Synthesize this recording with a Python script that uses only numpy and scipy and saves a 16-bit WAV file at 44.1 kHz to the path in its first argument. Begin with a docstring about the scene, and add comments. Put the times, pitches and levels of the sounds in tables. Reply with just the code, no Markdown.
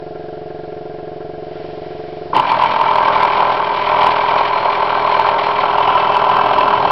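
"""A tin toy boat with an oscillating-cylinder engine is fed by a small air pump in a carpeted room.
First the pump throbs alone, as summed stroke tones and valve ticks, over room noise and a faint leak.
From 2.33 s the engine runs at about 41 turns a second: piston knocks ring the tin hull through resonators,
the ports puff shaped noise, the shaft shakes as tones, and the pump goes on, running easier.
The small microphone close by overloads throughout the loud parts."""
import sys
import numpy as np
from scipy import signal
from scipy.fft import rfft, irfft
from scipy.io import wavfile
from scipy.ndimage import uniform_filter1d

SR = 44100
rng = np.random.default_rng(int(sys.argv[2]) if len(sys.argv) > 2 else 0)


def pcm_store(signal):
    """Save signal as 16-bit PCM."""
    levels = np.round(np.clip(np.atleast_2d(signal), -1, 1) * 32767)
    wavfile.write(sys.argv[1], SR, levels.astype(np.int16).T)


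N = 304731

# Room noise spectrum: (frequency [Hz], relative density [dB per Hz])
ROOM_SPECTRUM = [(15, -32), (25, -15.5), (49, -20), (159, -17.5), (215, -29.5), (426, -4.5), (489, -16.5),
                 (705, -14.5), (928, -19.5), (1370, -30), (2480, -31), (4710, -32.5), (5920, -39),
                 (7700, -90.5), (13000, -120)]
# Room and leak: (time [s], room level [dB], leak level [dB])
ROOM_LEVELS = [(0, -41.5, -55.5), (1.4, -42, -53.5), (1.6, -37, -49), (2.2, -38, -49), (2.3, -36.5, -55)]

# Pump case resonances excited by each stroke: (frequency [Hz], width [Hz], level [dB])
PUMP_MODES = [(81.5, 110, -53.5), (154.4, 37, -42), (265.7, 34, -46.5), (340.6, 48, -40.5),
              (363.3, 17.3, -38), (397.8, 18.5, -38), (430.6, 4.7, -26.5), (514, 40, -48), (563, 19, -40),
              (629.3, 15, -46.5), (666, 34, -46.5), (717, 14.4, -29), (838, 69, -54.5)]
# Where the motor beats against the strokes:
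# (frequency [Hz], width [Hz], tones above the multiples [dB], tones below [dB])
BEAT_MODES = [(410, 58, -48, -47), (580, 69, -59.5, -58), (635.4, 33, -56, -37.5), (748, 34, -60, -51.5)]
# Pump valve resonances: (frequency [Hz], width [Hz], relative level [dB])
VALVE_MODES = [(1040, 60, -1.5), (1375, 37, 1), (1622, 92, -2.5)]
# Pump while the engine draws air: (multiple of the stroke rate [1])
EASED_MULTIPLES = [5, 6, 7, 15, 16, 17, 17.66, 18, 19]
# Their levels before the swell: (level [dB])
EASED_LEVELS = [-56.5, -52.5, -62, -45, -41.5, -36, -51, -30.5, -48]
# Swell of the eased pump: (time [s], gain [dB])
EASED_SWELL = [(2.33, -27.5), (2.95, -2), (6.91, 1)]
PUMP_HZ, EASED_HZ, BEAT_HZ, FIRST_STROKE_S = 22.802, 22.99, 14.1, 0.019
BETWEEN_DB, BEATS_BETWEEN_DB, VALVE_DB = -82.5, -78, -48
LAG_S_PER_KHZ = .0052  # higher tones of a stroke come later

# Rumble spectrum: (frequency [Hz], relative density [dB per Hz])
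RUMBLE_SPECTRUM = [(25, -18.5), (60, -4), (150, 2.5), (300, 4.5), (450, 6), (700, -22.5)]
# Rumble carried by the hand and carpet: (time [s], level [dB])
RUMBLE_LEVELS = [(2.33, -28), (2.37, -24), (2.45, -35), (4.5, -41.5), (5.5, -40.5), (6.91, -30)]
# Turning of the boat: (time [s], share turned [1])
TURNING = [(5.4, 0), (5.9, 1)]
# Flywheel: (time [s], speed [turns/s])
FLYWHEEL_SPEED = [(2.3, 41.266), (2.6, 41.505), (3.2, 40.59), (5.6, 40.821), (5.95, 41.073), (6.95, 41.099)]
# Shaft shake, multiples of the speed from 1 up, before the swell: (level [dB])
SHAFT_LEVELS = [-54.5, -52, -43.5, -45.5, -45, -54.5, -45.5, -48.5, -54, -51, -58.5, -44, -41, -36.5, -31,
                -39, -37.5, -44, -39, -48, -36, -39, -39.5]
# Shaft shake once the boat has turned: (frequency [Hz], change [dB])
TURNED_SHAFT = [(400, 5), (680, 3), (740, 14), (800, 1.5), (950, 5)]
# Air through the ports and leak: (frequency [Hz], relative density [dB per Hz])
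AIR_SPECTRUM = [(1000, -36.5), (1700, -7), (1940, -4), (2300, -3), (2640, -8.5), (3080, -4.5), (3510, -12),
                (4350, -15.5), (5360, -27.5), (5920, -22.5), (7700, -58.5), (13000, -120)]
# Port whistles: (frequency [Hz], width [Hz], relative level [dB], change as the boat turns [dB])
WHISTLE_MODES = [(2334, 68, 2, -4), (2640, 48, -9.5, 14), (3024, 160, -10, 10.5), (3305, 29, -12.5, 11)]
# Thin ring in the air: (frequency [Hz], width [Hz], relative level [dB])
THIN_RING_MODES = [(4203, 87, 0)]
# Thin ring: (time [s], level re air [dB])
THIN_RING_LEVELS = [(2.33, -27), (4.1, -27.5), (4.6, -16), (5.6, -17.5), (6, -25), (6.91, -17)]
# Engine: (time [s], hull level before mixing [dB])
HULL_LEVELS = [(2.33, -15.5), (2.39, -14.5), (2.44, -15.5), (2.66, -13), (2.7, -16.5), (2.84, -14),
               (3.26, -11), (3.27, -17.5), (3.39, -13), (3.82, -17), (4.03, -11), (4.27, -16), (4.41, -9),
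               (4.43, -17), (4.52, -16), (5.3, -13), (5.35, -15.5), (6.05, -16.5)]
# Deep hull: (time [s], level re hull [dB])
DEEP_LEVELS = [(2.33, -9.5), (2.9, -12.5), (3.4, -9.5), (6.91, -6.5)]
# Deep modes of the tin hull:
# (frequency [Hz], width [Hz], relative level [dB], change as the boat turns [dB])
DEEP_MODES = [(537, 82, -7, 0.5), (616, 41, 1.5, 2.5), (677.5, 50, 0.5, 2.5), (757.5, 74, -2, 5)]
# Higher modes of the tin hull: columns as DEEP_MODES
HULL_MODES = [(903, 84, -3.5, -2.5), (944.2, 52.5, 3, -2), (1001, 55, -1, 4.5), (1076.3, 44, -1.5, 4),
              (1164, 52, -12, 5.5), (1336, 53, -7, 4), (1572, 74, -11.5, 2.5)]
# Knocks in each turn: (place [turns], strength before chance [dB], rattle length [turns],
# deep share [dB], pitch [Hz], change as the boat turns [dB])
KNOCKS = [(.08, -2.5, 0.037, -6, 937, 4.5), (.22, -1.5, 0.05, 3, 911, 1), (.38, -1, 0.045, -10, 1034, -2),
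          (.69, -2.5, .035, -12, 979, 0.5), (.83, -15, 0.081, 7, 840, 2)]
# Hardest blows: (time [s], strength before mixing [dB])
HARD_BLOWS = [(2.332, -8), (2.364, 3.5), (2.39, -6), (2.396, 4), (2.516, -0.5), (2.62, -3.5), (2.636, 0),
              (2.657, -0.5), (2.761, -0.5), (2.811, -1.5), (2.932, -7.5), (2.955, 1), (2.982, -1.5),
              (3.204, -5), (3.229, -0.5), (3.249, 1), (3.332, -2), (3.403, 0), (3.987, -2.5), (4.029, -2),
              (4.067, 4), (4.116, -3.5), (4.29, -1), (4.339, -1.5), (4.531, -3), (5.121, -3.5),
              (5.194, -1.5), (5.287, 2), (5.734, -4.5), (5.782, 0), (5.874, -4), (5.999, -7.5),
              (6.072, -3.5), (6.166, 0.5), (6.24, -5), (6.312, -6.5), (6.366, -0.5), (6.411, -6),
              (6.582, -3), (6.608, -5.5), (6.735, -2.5), (6.801, -3.5), (6.85, 1.5)]
START_S, AIR_BUILDS_S, FIRST_TURN_TURNS = 2.329, 0.02, .141
USUAL_HULL_DB, AIR_DB = -14.5, -26.5
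AIR_FOLLOWS = .8  # dB of air per dB of slow engine level

FIRST_CEILING, SECOND_CEILING, EDGE_HZ = 0.7, 0.735, 15800  # microphone


def amp(db):
    """Decibels to gain."""
    return 10 ** (np.asarray(db) / 20)


def evened(x):
    """Scales to rms 1."""
    return x / np.sqrt(np.mean(x ** 2) + 1e-20)


def curves(rows):
    """Each column of a table, interpolated sample by sample."""
    times_s, *columns = np.transpose(rows)
    return [np.interp(np.arange(N) / SR, times_s, column) for column in columns]


def coloured(points):
    """Noise with the given spectrum, rms 1."""
    point_hz, point_db = np.transpose(points)
    hz = np.fft.rfftfreq(N, 1 / SR)
    gain_db = np.interp(np.log(hz + 1), np.log(point_hz + 1), point_db, left=-90, right=-90)
    return evened(irfft(rfft(rng.standard_normal(N)) * amp(gain_db), N))


def ring(x, modes):
    """Sum of two-pole resonances, gain 1 at centre before their levels, neighbours of opposite sign."""
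    turning = curves(TURNING)[0][:len(x)]
    total = 0
    for k, (hz, width_hz, db, *change_db) in enumerate(modes):
        gain = amp(db + sum(change_db) * turning)  # the fourth column is optional
        total = total + (-1) ** k * gain * signal.lfilter(*signal.iirpeak(hz, hz / width_hz, SR), x)
    return total


def sounding(hz, modes, between_db):
    """Level in dB of tones at hz, lifted near each resonance."""
    power = amp(between_db) ** 2
    for mode_hz, width_hz, db in modes:
        power = power + amp(db) ** 2 / (1 + (2 * (hz - mode_hz) / width_hz) ** 2) ** 2
    return 10 * np.log10(power)


def stroke(multiples, db, turns, shift_turns=0, lag=0):
    """Tones of a repeated blow: minimum phase makes each stroke start hard and ring out."""
    log_gain = np.log(amp(np.interp(np.arange(65), multiples, db, right=-80)))
    phase = -signal.hilbert(np.r_[log_gain, log_gain[-2:0:-1]]).imag
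    phase = np.interp(multiples, np.arange(128), phase) - np.pi * lag * np.square(multiples)
    return sum(np.sqrt(2) * amp(tone_db) * np.cos(2 * np.pi * (k * turns + shift_turns) + tone_phase)
               for k, tone_db, tone_phase in zip(multiples, db, phase))


def running():
    """Engine gate: 0 before the start, 1 after a short ramp."""
    return np.clip((np.arange(N) / SR - START_S) / 0.0029, 0, 1)


def room():
    """Steady noise of the room and hiss of the leak at the engine, each shaped by its spectrum."""
    room_db, leak_db = curves(ROOM_LEVELS)
    return amp(room_db) * coloured(ROOM_SPECTRUM) + amp(leak_db) * coloured(AIR_SPECTRUM)


def valve_ticks(turns, beat):
    """Valves tick twice a stroke, hardest where motor and stroke fall together."""
    ticks_db = 3.2 * np.cos(4 * np.pi * (turns - .1))
    ticks_db += 2.4 * np.cos(2 * np.pi * (turns - .15))
    ticks_db += 3.0 * np.cos(2 * np.pi * (beat - .05))
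    noise = rng.standard_normal(len(turns))
    return amp(VALVE_DB) * evened(ring(amp(ticks_db) * noise, VALVE_MODES))


def pump():
    """Strokes ring the case, the motor beats against them; eased once the engine draws air."""
    t_s, cut = np.arange(N) / SR, round(START_S * SR) + 200
    k = np.arange(1, 40)
    above_modes = [(hz, width_hz, above_db) for hz, width_hz, above_db, below_db in BEAT_MODES]
    below_modes = [(hz, width_hz, below_db) for hz, width_hz, above_db, below_db in BEAT_MODES]
    stroke_db = sounding(k * PUMP_HZ, PUMP_MODES, BETWEEN_DB)
    above_db = sounding(k * PUMP_HZ + BEAT_HZ, above_modes, BEATS_BETWEEN_DB)
    below_db = sounding(k * PUMP_HZ - BEAT_HZ, below_modes, BEATS_BETWEEN_DB)
    turns, beat = (t_s[:cut] - FIRST_STROKE_S) * PUMP_HZ, t_s[:cut] * BEAT_HZ
    lag = LAG_S_PER_KHZ / 1000 * PUMP_HZ ** 2
    loaded = -stroke(k, stroke_db, turns, lag=lag)  # the case is pulled in first
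    loaded -= stroke(k, above_db, turns, beat + 0.42, lag)
    loaded -= stroke(k, below_db, turns, .6 - beat, lag)
    loaded += valve_ticks(turns, beat)
    eased = amp(*curves(EASED_SWELL)) * stroke(EASED_MULTIPLES, EASED_LEVELS, t_s * EASED_HZ)
    return np.pad(loaded, (0, N - cut)) * (1 - running()) + eased * running()


def rumble():
    """Low noise carried by the hand and carpet."""
    return amp(*curves(RUMBLE_LEVELS)) * coloured(RUMBLE_SPECTRUM)


def shaft(turns, swell_db):
    """Shake at multiples of the shaft speed; swells with the engine, its balance shifts as the boat turns."""
    k, turning = 1 + np.arange(len(SHAFT_LEVELS)), curves(TURNING)[0]
    turned_db = SHAFT_LEVELS + np.interp(k * FLYWHEEL_SPEED[-1][1], *np.transpose(TURNED_SHAFT))
    before = (1 - turning) * stroke(k, SHAFT_LEVELS, turns - .2)
    after = turning * stroke(k, turned_db, turns - .2)
    return amp(1.6 * swell_db) * (before + after)


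def ports(turns, rattle):
    """The port opens fast and the pressure then falls; the jet hisses and whistles."""
    opening = (turns + 0.12) % 1
    chance_db = 2.5 * rng.standard_normal(int(turns[-1]) + 2)[(turns + .12).astype(int)]
    puff = amp(-7 * np.clip((opening - .42) / 0.38, 0, 1) ** 2.9 + chance_db)
    puff = uniform_filter1d(puff, size=60) + rattle
    whistles = ring(puff * rng.standard_normal(N), WHISTLE_MODES)  # the brass rings on after each puff
    thin = ring(ring(puff * rng.standard_normal(N), THIN_RING_MODES), THIN_RING_MODES)
    thin = amp(*curves(THIN_RING_LEVELS)) * evened(thin)
    hiss = evened(puff * coloured(AIR_SPECTRUM))
    return evened(hiss + 0.66 * evened(whistles)) + thin


def flexed(starts, hz, rise_s):
    """A blow flexes the tin for a few cycles; gives that shake and its outline."""
    t_s = np.arange(600) / SR
    outline = (t_s / rise_s * np.exp(1 - t_s / rise_s)) ** 2
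    shake = outline * np.sin(2 * np.pi * hz * t_s)
    return signal.oaconvolve(starts[None], [shake, outline], axes=1)[:, :N]


def knocking(turns, free):
    """Same knocks each turn, of chance timing and strength: tin shake, rattle and deep-hull rattle."""
    turn_index = turns.astype(int) - int(turns[0])
    chance = np.clip(rng.standard_normal((turn_index[-1] + 1, 2 * len(KNOCKS))), -2, 2)
    shake, rattle, deep_rattle = np.zeros(N), np.full(N, .13), np.full(N, .15)
    turning, = curves(TURNING)
    for k, (place, db, length, deep_db, hz, change_db) in enumerate(KNOCKS):
        late = turns % 1 - place - .025 * chance[turn_index, 2 * k]
        size = amp(db + change_db * turning + 1.92 * chance[turn_index, 2 * k + 1]) * free
        knock = size * np.exp(-.5 * (late / length) ** 2)
        strikes = np.diff(np.sign(late), prepend=0) > 1  # the moment its place is passed
        shake += flexed(size * strikes, hz, 0.0016)[0]
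        rattle += knock
        deep_rattle += amp(deep_db) * knock
    return shake, rattle, deep_rattle


def hull(shake, rattle, deep_rattle, blows):
    """Tin rung by knocks, rattle noise and the hardest blows."""
    hull_db, deep_db = curves(HULL_LEVELS) + curves(DEEP_LEVELS)
    noise = rng.standard_normal((2, N))
    knocks = evened(shake + amp(0.5) * ring(shake, HULL_MODES))
    rattling = evened(ring(rattle * noise[0], HULL_MODES))
    deep = evened(ring(deep_rattle * noise[1], DEEP_MODES))
    tin = amp(hull_db) * (amp(-4.0) * rattling + amp(-3.0) * knocks)
    tin += amp(-2.0) * blows + amp(-7.0) * ring(blows, HULL_MODES)
    return tin + amp(hull_db + deep_db) * deep


def engine():
    """The flywheel angle times the knocks on the hull, port puffs and shaft shake; rumble lies below."""
    turns = FIRST_TURN_TURNS + np.cumsum(*curves(FLYWHEEL_SPEED)) / SR
    swell_db = uniform_filter1d(curves(HULL_LEVELS)[0], size=9000) - USUAL_HULL_DB
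    starts = np.zeros(N)
    starts[[round(time_s * SR) for time_s, db in HARD_BLOWS]] = [amp(db) for time_s, db in HARD_BLOWS]
    blows, blow_outline = flexed(starts, 939.5, 0.0024)
    near_blow = np.clip(uniform_filter1d(1. * (starts > 0), size=600) * 600, 0, 1)
    shake, rattle, deep_rattle = knocking(turns, 1 - 0.14 * near_blow)  # knocks weaken near a hard blow
    building = np.clip((np.arange(N) / SR - START_S) / AIR_BUILDS_S, 0, 1)
    air_gain = building * amp(AIR_DB + AIR_FOLLOWS * swell_db)
    air = air_gain * ports(turns, 0.62 * rattle + 1.13 * blow_outline)
    tin = hull(shake, rattle, deep_rattle, blows)
    return running() * (rumble() + shaft(turns, swell_db) + air + tin)


def scene():
    """All sources summed at one microphone."""
    return (room() + pump() + engine())[None]


def record(dry):
    """The microphone overloads and is dulled; overshoots meet a second ceiling; then a band limit."""
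    dulling = signal.cheby2(14, 65, 6400, fs=SR, output="sos")
    dull = signal.sosfilt(dulling, np.clip(dry, -FIRST_CEILING, FIRST_CEILING))
    clipped = np.clip(dull + 0.0092, -SECOND_CEILING, SECOND_CEILING)  # small constant offset
    band_limit = signal.firwin(511, EDGE_HZ, window=("kaiser", 9), fs=SR)
    return signal.oaconvolve(clipped, band_limit[None], "same")


dry = scene()
out = record(dry)
pcm_store(out)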